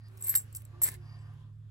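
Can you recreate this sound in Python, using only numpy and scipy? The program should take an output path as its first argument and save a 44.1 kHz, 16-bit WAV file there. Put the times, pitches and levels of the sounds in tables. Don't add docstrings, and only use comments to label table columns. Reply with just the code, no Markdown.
import sys
import numpy as np
from scipy import signal
from scipy.fft import rfft, irfft
from scipy.io import wavfile
from scipy.ndimage import uniform_filter1d

SR = 44100
rng = np.random.default_rng(int(sys.argv[2]) if len(sys.argv) > 2 else 0)


def output_pcm(signal):
    pcm = np.clip(np.atleast_2d(signal).T, -1, 1) * 32767
    wavfile.write(sys.argv[1], SR, np.round(pcm).astype(np.int16))


def attenuation_scalar(level_db):
    decades = np.asarray(level_db, float) / 20
    return 10 ** decades


N = 74970
T = np.arange(N) / SR

# freq_hz, density_db
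ROOM_SPECTRUM = [(150, -21), (250, -6), (795, -19.5), (1610, -16.5), (2160, -23), (2760, -21.5),
                 (12600, -35.5), (13700, -47), (15500, -41.5)]
# time_s, level_db
ROOM_LEVEL = [(0, -71.5), (.3, -62), (.7, -68), (.9, -60.5), (.99, -65.5), (1.4, -68), (1.55, -77.5),
              (1.7, -73.5)]
# freq_hz, density_db
RUMBLE_SPECTRUM = [(20, -33.5), (40, 12.5), (60, 12.5), (85, 17.5), (125, 14), (170, 6), (260, -3),
                   (520, -51)]
# time_s, cycle_hz, level_db
ENGINE = [
    (0, 26, -108),
    (.35, 27, -65),
    (.9, 28.04, -61),
    (1.4, 28.76, -62),
    (1.7, 30.07, -69),
]
# multiple, level_db
ENGINE_ORDERS = [(2, -9), (3, -4), (5, 0)]
# start_s, length_s, first_hz, last_hz, level_db
DOVE_COOS = [
    (0.062, 0.222, 369, 387, -66),
    (0.73, 0.09, 347, 360, -62.5),
    (0.803, .085, 369, 372, -61.5),
    (0.896, .16, 386.6, 343.6, -67),
]
# freq_hz, width_hz, level_db
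RIM_MODES = [(1840, 19, 2.5), (2260, 70, 3), (2600, 50, -9.5), (4240, 70, -9.5), (4750, 50, 2.5),
             (4960, 50, -6), (5100, 40, -5), (5220, 40, -7)]
# freq_hz, width_hz, level_db
WALL_MODES = [(548, 40, -7.5), (705, 35, -3.5), (870, 100, -1), (1020, 40, 0.5), (1123, 40, -1.5),
              (1170, 50, 1), (1610, 45, -5), (1830, 45, -6), (2630, 50, -12)]
# time_s, level_db
RUB_FORCE = [(0, -79.5), (.07, -66.5), (.14, -92.5), (.99, -100), (1.02, -69), (1.09, -67), (1.18, -73.5),
             (1.3, -79), (1.4, -94)]
# time_s, level_db
SETTLE_FORCE = [(0, -80), (.2, -68.5), (.4, -78), (.7, -78.5), (.75, -64.5), (.8, -68), (.98, -87.5),
                (1.03, -71.5), (1.199, -66), (1.29, -63.5), (1.4, -74.5), (1.5, -78), (1.55, -92)]
# time_s, level_db
GRAZE_FORCE = [(1.17, -100), (1.19, -70), (1.22, -73), (1.261, -100)]
# freq_hz, level_db, t60_s
BOX_MODES = [(480, -21.5, .03), (735, -20.5, .03), (1047, -3, 0.045), (1253, -26.5, .025),
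             (1793, 3.5, 0.028), (2075, 6.5, .02), (2330, -22, .02), (2645, -16.5, 0.02)]
# time_s, level_db, pitch_hz
WOOD_TAPS = [(0.249, -49, 1110), (0.284, -41, 2080), (0.3422, -28, 1603), (.3535, -27.5, 3748),
             (0.354, -35.5, 1300), (.358, -31.5, 2966), (0.397, -43.5, 1830), (0.55, -56, 830),
             (.75, -61, 705), (0.818, -33, 870), (.819, -33, 1003), (0.854, -38.5, 2260),
             (0.863, -33, 2380), (0.875, -33.5, 2080), (.884, -31.5, 1874), (0.888, -27.5, 2100),
             (0.938, -45, 1990)]
# time_s, level_db
ROLL_LEVEL = [(.15, -90.5), (.28, -57), (.37, -56.5), (.43, -88), (.8, -89.5), (.83, -54), (.87, -49),
              (.9, -61), (.95, -58), (.99, -101)]
# freq_hz, density_db
SCUFF_SPECTRUM = [(1300, -12.5), (2400, -2), (3100, -7), (3900, 2.5), (6500, -9.5)]
# time_s, level_db
STIR_LEVEL = [(0, -108), (.07, -81), (.16, -75.5), (.23, -54.5), (.33, -47.5), (.37, -50), (.41, -52),
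              (.45, -74), (.53, -86), (.555, -50.5), (.6, -64), (.64, -79), (.808, -96), (.82, -43),
              (.88, -38), (.905, -55.5), (.955, -60), (.985, -90.5)]
# freq_hz, density_db
CHAIN_SPECTRUM = [(900, -34), (2200, -20.5), (3100, -23), (5300, -8.5), (6600, -21), (7800, 19.5),
                  (11000, 9.5), (16500, 4)]
# time_s, level_db, centre_hz
LINK_TICKS = [(.006, -58.5, 9800), (.037, -62, 9500), (0.084, -47.5, 13000), (.152, -55.5, 12900),
              (.174, -39.5, 15030), (0.179, -46.5, 8130), (0.295, -49.5, 5660), (.342, -31, 9500),
              (.3525, -29, 10000), (0.3534, -24.5, 3900), (.357, -38.5, 4500), (.3575, -32, 10500),
              (0.571, -38, 11000), (0.582, -43, 15000), (0.593, -51, 12630), (.551, -31.5, 10440),
              (.61, -53, 10940), (0.62, -41, 11700), (0.6517, -46, 8260), (.817, -31, 10220),
              (.836, -31.5, 10500), (.863, -36, 5000), (.8405, -30.5, 11000), (.845, -37, 14500),
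              (.848, -44, 10500), (.855, -38, 9500), (.867, -30, 10500), (.874, -32, 11500),
              (0.8875, -20, 10000), (.889, -31, 13500), (.891, -30.5, 8000), (.9, -36.5, 12000),
              (0.918, -31, 13800), (0.926, -40.5, 8900), (0.941, -35, 11300), (1.337, -64.5, 11470)]
# freq_hz, level_db, t60_factor
EARRING_MODES = [(3800, -25, .6), (4400, -25, 1), (5000, -26, .8), (5560, -22, .8), (7580, -3, 1),
                 (7690, 0, 1), (7820, -5, .9), (8070, 0, .9), (8140, -6, .8), (12186, -6, 1),
                 (12570, -1, .8), (12700, -2, .8), (12800, 0, .8), (12880, -2, .8)]
# time_s, level_db, struck_ring_hz, t60_s
EARRING_CLINKS = [(.208, -45.5, 12800, 0.17), (0.224, -34.5, 7700, 0.016), (0.239, -32.5, 8070, 0.097),
                  (.246, -39, 12700, 0.057), (0.266, -33.5, 12600, 0.04), (.271, -30.5, 12190, 0.23),
                  (0.283, -28.5, 12800, 0.022), (.2935, -19, 12186, 0.084), (.301, -29, 8070, 0.032),
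                  (.352, -16, 12700, 0.005), (.3538, -13.5, 12700, 0.012), (.355, -28, 7690, 0.03),
                  (.3575, -16.5, 12670, 0.027), (.3625, -22, 12300, 0.015), (.367, -25.5, 12900, 0.075),
                  (.3715, -40, 12600, 0.013), (.3745, -25, 12800, .03), (.379, -36, 13200, 0.025),
                  (0.382, -30, 7600, 0.057), (.400, -37, 7690, 0.017), (.527, -46.5, 7600, 0.019),
                  (0.5298, -51, 12700, 0.0077), (0.549, -37.5, 8080, 0.023), (0.558, -36, 12470, 0.05),
                  (.563, -36.5, 7900, 0.03), (.568, -32, 12680, 0.013), (.6515, -44, 8070, 0.014),
                  (.8185, -25, 12820, 0.063), (.825, -43, 7690, 0.015), (.823, -27.5, 12540, 0.057),
                  (0.8345, -17, 12900, 0.061), (0.84, -31.5, 7690, 0.045), (.8375, -23.5, 12130, 0.027),
                  (.846, -27.5, 12300, 0.042), (.855, -38, 7690, 0.023), (0.866, -35, 8070, 0.014),
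                  (.874, -38.5, 8070, .03)]
LOW_PAN_DB = np.array([[-1.5], [1.5]])


def unit_rms(x):
    return x / np.sqrt(np.mean(x ** 2))


def unit_energy(x):
    return x / np.sqrt(np.sum(x ** 2))


def colour(x, points):
    point_hz, point_db = np.array(points).T
    hz = np.fft.rfftfreq(N, 1 / SR) + 1
    gain_db = np.interp(np.log(hz), np.log(point_hz), point_db, -90, -90)
    return unit_rms(irfft(rfft(x) * attenuation_scalar(gain_db), N))


def noise(points):
    return colour(rng.standard_normal(N), points)


def curve(rows, index=1):
    rows = np.array(rows)
    return np.interp(T, rows[:, 0], rows[:, index])


def walk(rate_hz):
    hold = int(SR / rate_hz)
    steps = np.repeat(rng.standard_normal(N // hold + 1), hold)
    w = uniform_filter1d(uniform_filter1d(steps, hold), hold)[:N]
    return (w - w.mean()) / w.std()


def ring(hz, db, t60_s, turn=0., choke=0.78):
    t = T[:SR // 6, None]
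    decay = 1000. ** -(t / np.maximum(t60_s, .003)) ** choke
    return (attenuation_scalar(db) * decay * np.sin(2 * np.pi * (hz * t + turn))).sum(axis=1)


def grains():
    hit = rng.random(N) < 3800 / SR
    force = attenuation_scalar(2 * rng.exponential(size=N))
    return unit_rms(hit * force * rng.choice([-1, 1], N))


def add(out, s, x):
    i = int(s * SR)
    out[i:i + len(x)] += x[:N - i]


def ports(x, lag_s=.000207, turn_rad=-1.73):
    hz = np.fft.rfftfreq(N, 1 / SR)
    turn = turn_rad * (1 - .62 / (1 + (hz / 5500) ** 6))
    w = np.exp(1j * (np.pi * hz * lag_s + turn / 2))
    return np.array([irfft(rfft(x) / w, N), irfft(rfft(x) * w, N)])


def room():
    near_air_db, near_air_hz, patch_db, flicker_db = -4, 5000, 1.2, 1.8
    rumble_db, rumble_side_db = -58.5, -13.5
    octave = np.log2(np.fft.rfftfreq(N, 1 / SR) + 1)
    near = 1 / (1 + (near_air_hz / 2 ** octave) ** 4)
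    diffuse = rfft([noise(ROOM_SPECTRUM), noise(ROOM_SPECTRUM)]) * (1 - .6 * near)
    both = diffuse + attenuation_scalar(near_air_db) * near * rfft(ports(noise(ROOM_SPECTRUM)))
    hiss = 0
    for mid in np.arange(7, 14.6, .25):
        band = irfft(both * np.maximum(1 - 4 * np.abs(octave - mid), 0), N)
        hiss = hiss + band * attenuation_scalar(patch_db * walk(4) + flicker_db * walk(20.26))
    side = attenuation_scalar(rumble_side_db) * noise(RUMBLE_SPECTRUM) * np.array([[1], [-1]])
    low = noise(RUMBLE_SPECTRUM) + side
    return hiss * attenuation_scalar(curve(ROOM_LEVEL)) + attenuation_scalar(rumble_db + LOW_PAN_DB) * low


def appliance():
    hum_hz, hum_db, wobble_db = 106.2, -46, 1
    hum = attenuation_scalar(hum_db + wobble_db * walk(7.4)) * np.sin(2 * np.pi * hum_hz * T + 1.0)
    return hum * attenuation_scalar(LOW_PAN_DB)


def vehicle():
    turn = 2 * np.pi * np.cumsum(curve(ENGINE)) / SR
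    orders = sum(attenuation_scalar(db + 2 * walk(4.8)) * np.sin(k * turn) for k, db in ENGINE_ORDERS)
    return orders * attenuation_scalar(curve(ENGINE, index=2) + 8.5) * attenuation_scalar(LOW_PAN_DB)


def dove():
    out, waver = np.zeros(N), walk(30)
    for s, length_s, hz, end_hz, db in DOVE_COOS:
        u = np.arange(int(length_s * SR)) / (length_s * SR)
        pitch_hz = hz + (end_hz - hz) * u + 5 * waver[int(s * SR):][:len(u)]
        turn = 2 * np.pi * np.cumsum(pitch_hz) / SR
        tone = np.sin(turn) + 0.109 * np.sin(2 * turn)
        add(out, s, attenuation_scalar(db + 6.5) * np.sin(np.pi * u) ** .5 * tone)
    return ports(out * attenuation_scalar(3 * walk(28)), lag_s=0.0005, turn_rad=0)


def friction(modes, force):
    hz, x = np.fft.rfftfreq(N, 1 / SR), 0
    for mode_hz, width_hz, db in modes:
        resonance = 1 / (1 + 2j * (hz - mode_hz) / width_hz)
        band = irfft(rfft(grains()) * resonance, N) / np.sqrt(width_hz)
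        x = x + attenuation_scalar(db + 3 * walk(12)) * band
    return ports(unit_rms(x) * attenuation_scalar(curve(force)))


def rubs():
    grazed = [(7690, 63, 0)]  # freq_hz, width_hz, level_db
    return friction(RIM_MODES, RUB_FORCE) + friction(WALL_MODES, SETTLE_FORCE) + friction(grazed, GRAZE_FORCE)


def taps():
    tap_db, own_t60_s, noise_db, noise_decay_s = -11, 0.029, 0.5, 0.008
    out = np.zeros((2, N))
    hz, db, t60_s = np.array(BOX_MODES).T
    for s, level_db, own_hz in WOOD_TAPS:
        c = rng.standard_normal((2, 2000))
        for ch in range(2):
            walls = ring(hz * (1 + 0.047 * c[0, :8]), db + 3 * c[ch, 8:16], t60_s, 0.22 * c[ch, 16:24])
            x = .5 * walls + ring(own_hz, 0., own_t60_s)
            thud = np.exp(-T[:2000] / noise_decay_s) * uniform_filter1d(c[ch], size=13)
            x[:2000] += attenuation_scalar(noise_db) * thud
            add(out[ch], s - .001, x * attenuation_scalar(level_db + tap_db))
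    return out


def box_shake():
    response = unit_energy(ring(*np.array(BOX_MODES).T))
    return signal.fftconvolve(grains() * attenuation_scalar(curve(ROLL_LEVEL) - 3), response)[:N]


def bead_roll():
    shared, left, right = box_shake(), box_shake(), box_shake()
    grit = np.array([colour(grains(), SCUFF_SPECTRUM), colour(grains(), SCUFF_SPECTRUM)])
    return np.array([shared + left, shared + right]) + attenuation_scalar(curve(ROLL_LEVEL) - 3.5) * grit


def chain_crackle():
    brush_db, brush_t60_s = -0.5, .03
    gain = attenuation_scalar(curve(STIR_LEVEL))
    hz, db, t60_factor = np.array(EARRING_MODES).T
    response = unit_energy(ring(hz, db, brush_t60_s * t60_factor))
    brush = signal.fftconvolve(grains() * gain, response)[:N]
    return colour(grains(), CHAIN_SPECTRUM) * gain + attenuation_scalar(brush_db) * brush


def chain_spread():
    sides = np.array([colour(grains(), CHAIN_SPECTRUM), colour(grains(), CHAIN_SPECTRUM)])
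    return attenuation_scalar(curve(STIR_LEVEL) - 8) * sides


def ticks():
    width, t60_s = 0.54, 0.011
    out = np.zeros(N)
    for s, level_db, centre_hz in LINK_TICKS:
        c = rng.standard_normal((3, 90))
        hz = centre_hz * (1 + width * c[0] * np.abs(c[0]) / 2)
        outside = (hz < 2000) | (hz > 16500)
        add(out, s, ring(hz, level_db - 20.5 + 2 * c[1] - 99 * outside, t60_s, c[2]))
    return out


def clinks():
    clink_db, rise_s, choke, detune = -10, .0003, 1.7, .003
    favour_db, favour_hz, scatter_db, others_t60_s = 9, 130, 4, .045
    loose_low_hz, loose_high_hz, loose_db, loose_t60 = 8500, 15330, -6.5, 0.87
    tick_db, tick_share = -8, 0.12
    out = np.zeros(N)
    hz, db, t60_factor = np.array(EARRING_MODES).T
    hiss = noise(CHAIN_SPECTRUM)
    for s, level_db, own_hz, t60_s in EARRING_CLINKS:
        a, b, c = rng.random((3, len(hz)))
        struck = np.exp(-((hz - own_hz) / favour_hz) ** 2)
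        gains_db = db + favour_db * struck + scatter_db * (2 * a - 1)
        held_s = np.minimum(t60_s, others_t60_s)
        mode_t60_s = t60_factor * (held_s + struck * (t60_s - held_s))
        x = ring(hz * (1 + detune * (b - .5)), gains_db, mode_t60_s, c, choke)
        loose_hz = loose_low_hz + c * (loose_high_hz - loose_low_hz)
        x += ring(loose_hz, loose_db + 6 * b, held_s * loose_t60 * (.5 + a), a)
        tick = np.exp(-T[:2000] / (tick_share * held_s)) * hiss[int(s * SR):][:2000]
        x[:2000] += attenuation_scalar(tick_db) * tick * 2
        rise = 1 - np.exp(-T[:len(x)] / rise_s)
        add(out, s - .0005, x * rise * attenuation_scalar(level_db + clink_db))
    return out


def scene():
    echo_db, echo_t60_s = -16, .12
    background = room() + appliance() + vehicle() + dove() + rubs()
    metal = ports(chain_crackle() + ticks() + clinks())
    near = taps() + bead_roll() + chain_spread() + metal
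    tail = rng.standard_normal((2, SR // 3)) * 1000. ** (-T[:SR // 3] / echo_t60_s)
    tail /= np.sqrt(np.sum(tail[0] ** 2))
    echo = signal.fftconvolve(near, tail, axes=1)[:, :N]
    return background + near + attenuation_scalar(echo_db) * echo


def band_limit(x):
    return signal.sosfilt(signal.butter(12, 17010, fs=SR, output="sos"), x)


def record(dry):
    top_cut = signal.ellip(6, .2, 35, 15900, fs=SR, output="sos")
    mix = signal.sosfilt(top_cut, dry)
    return band_limit(mix)


dry = scene()
out = record(dry)
output_pcm(out)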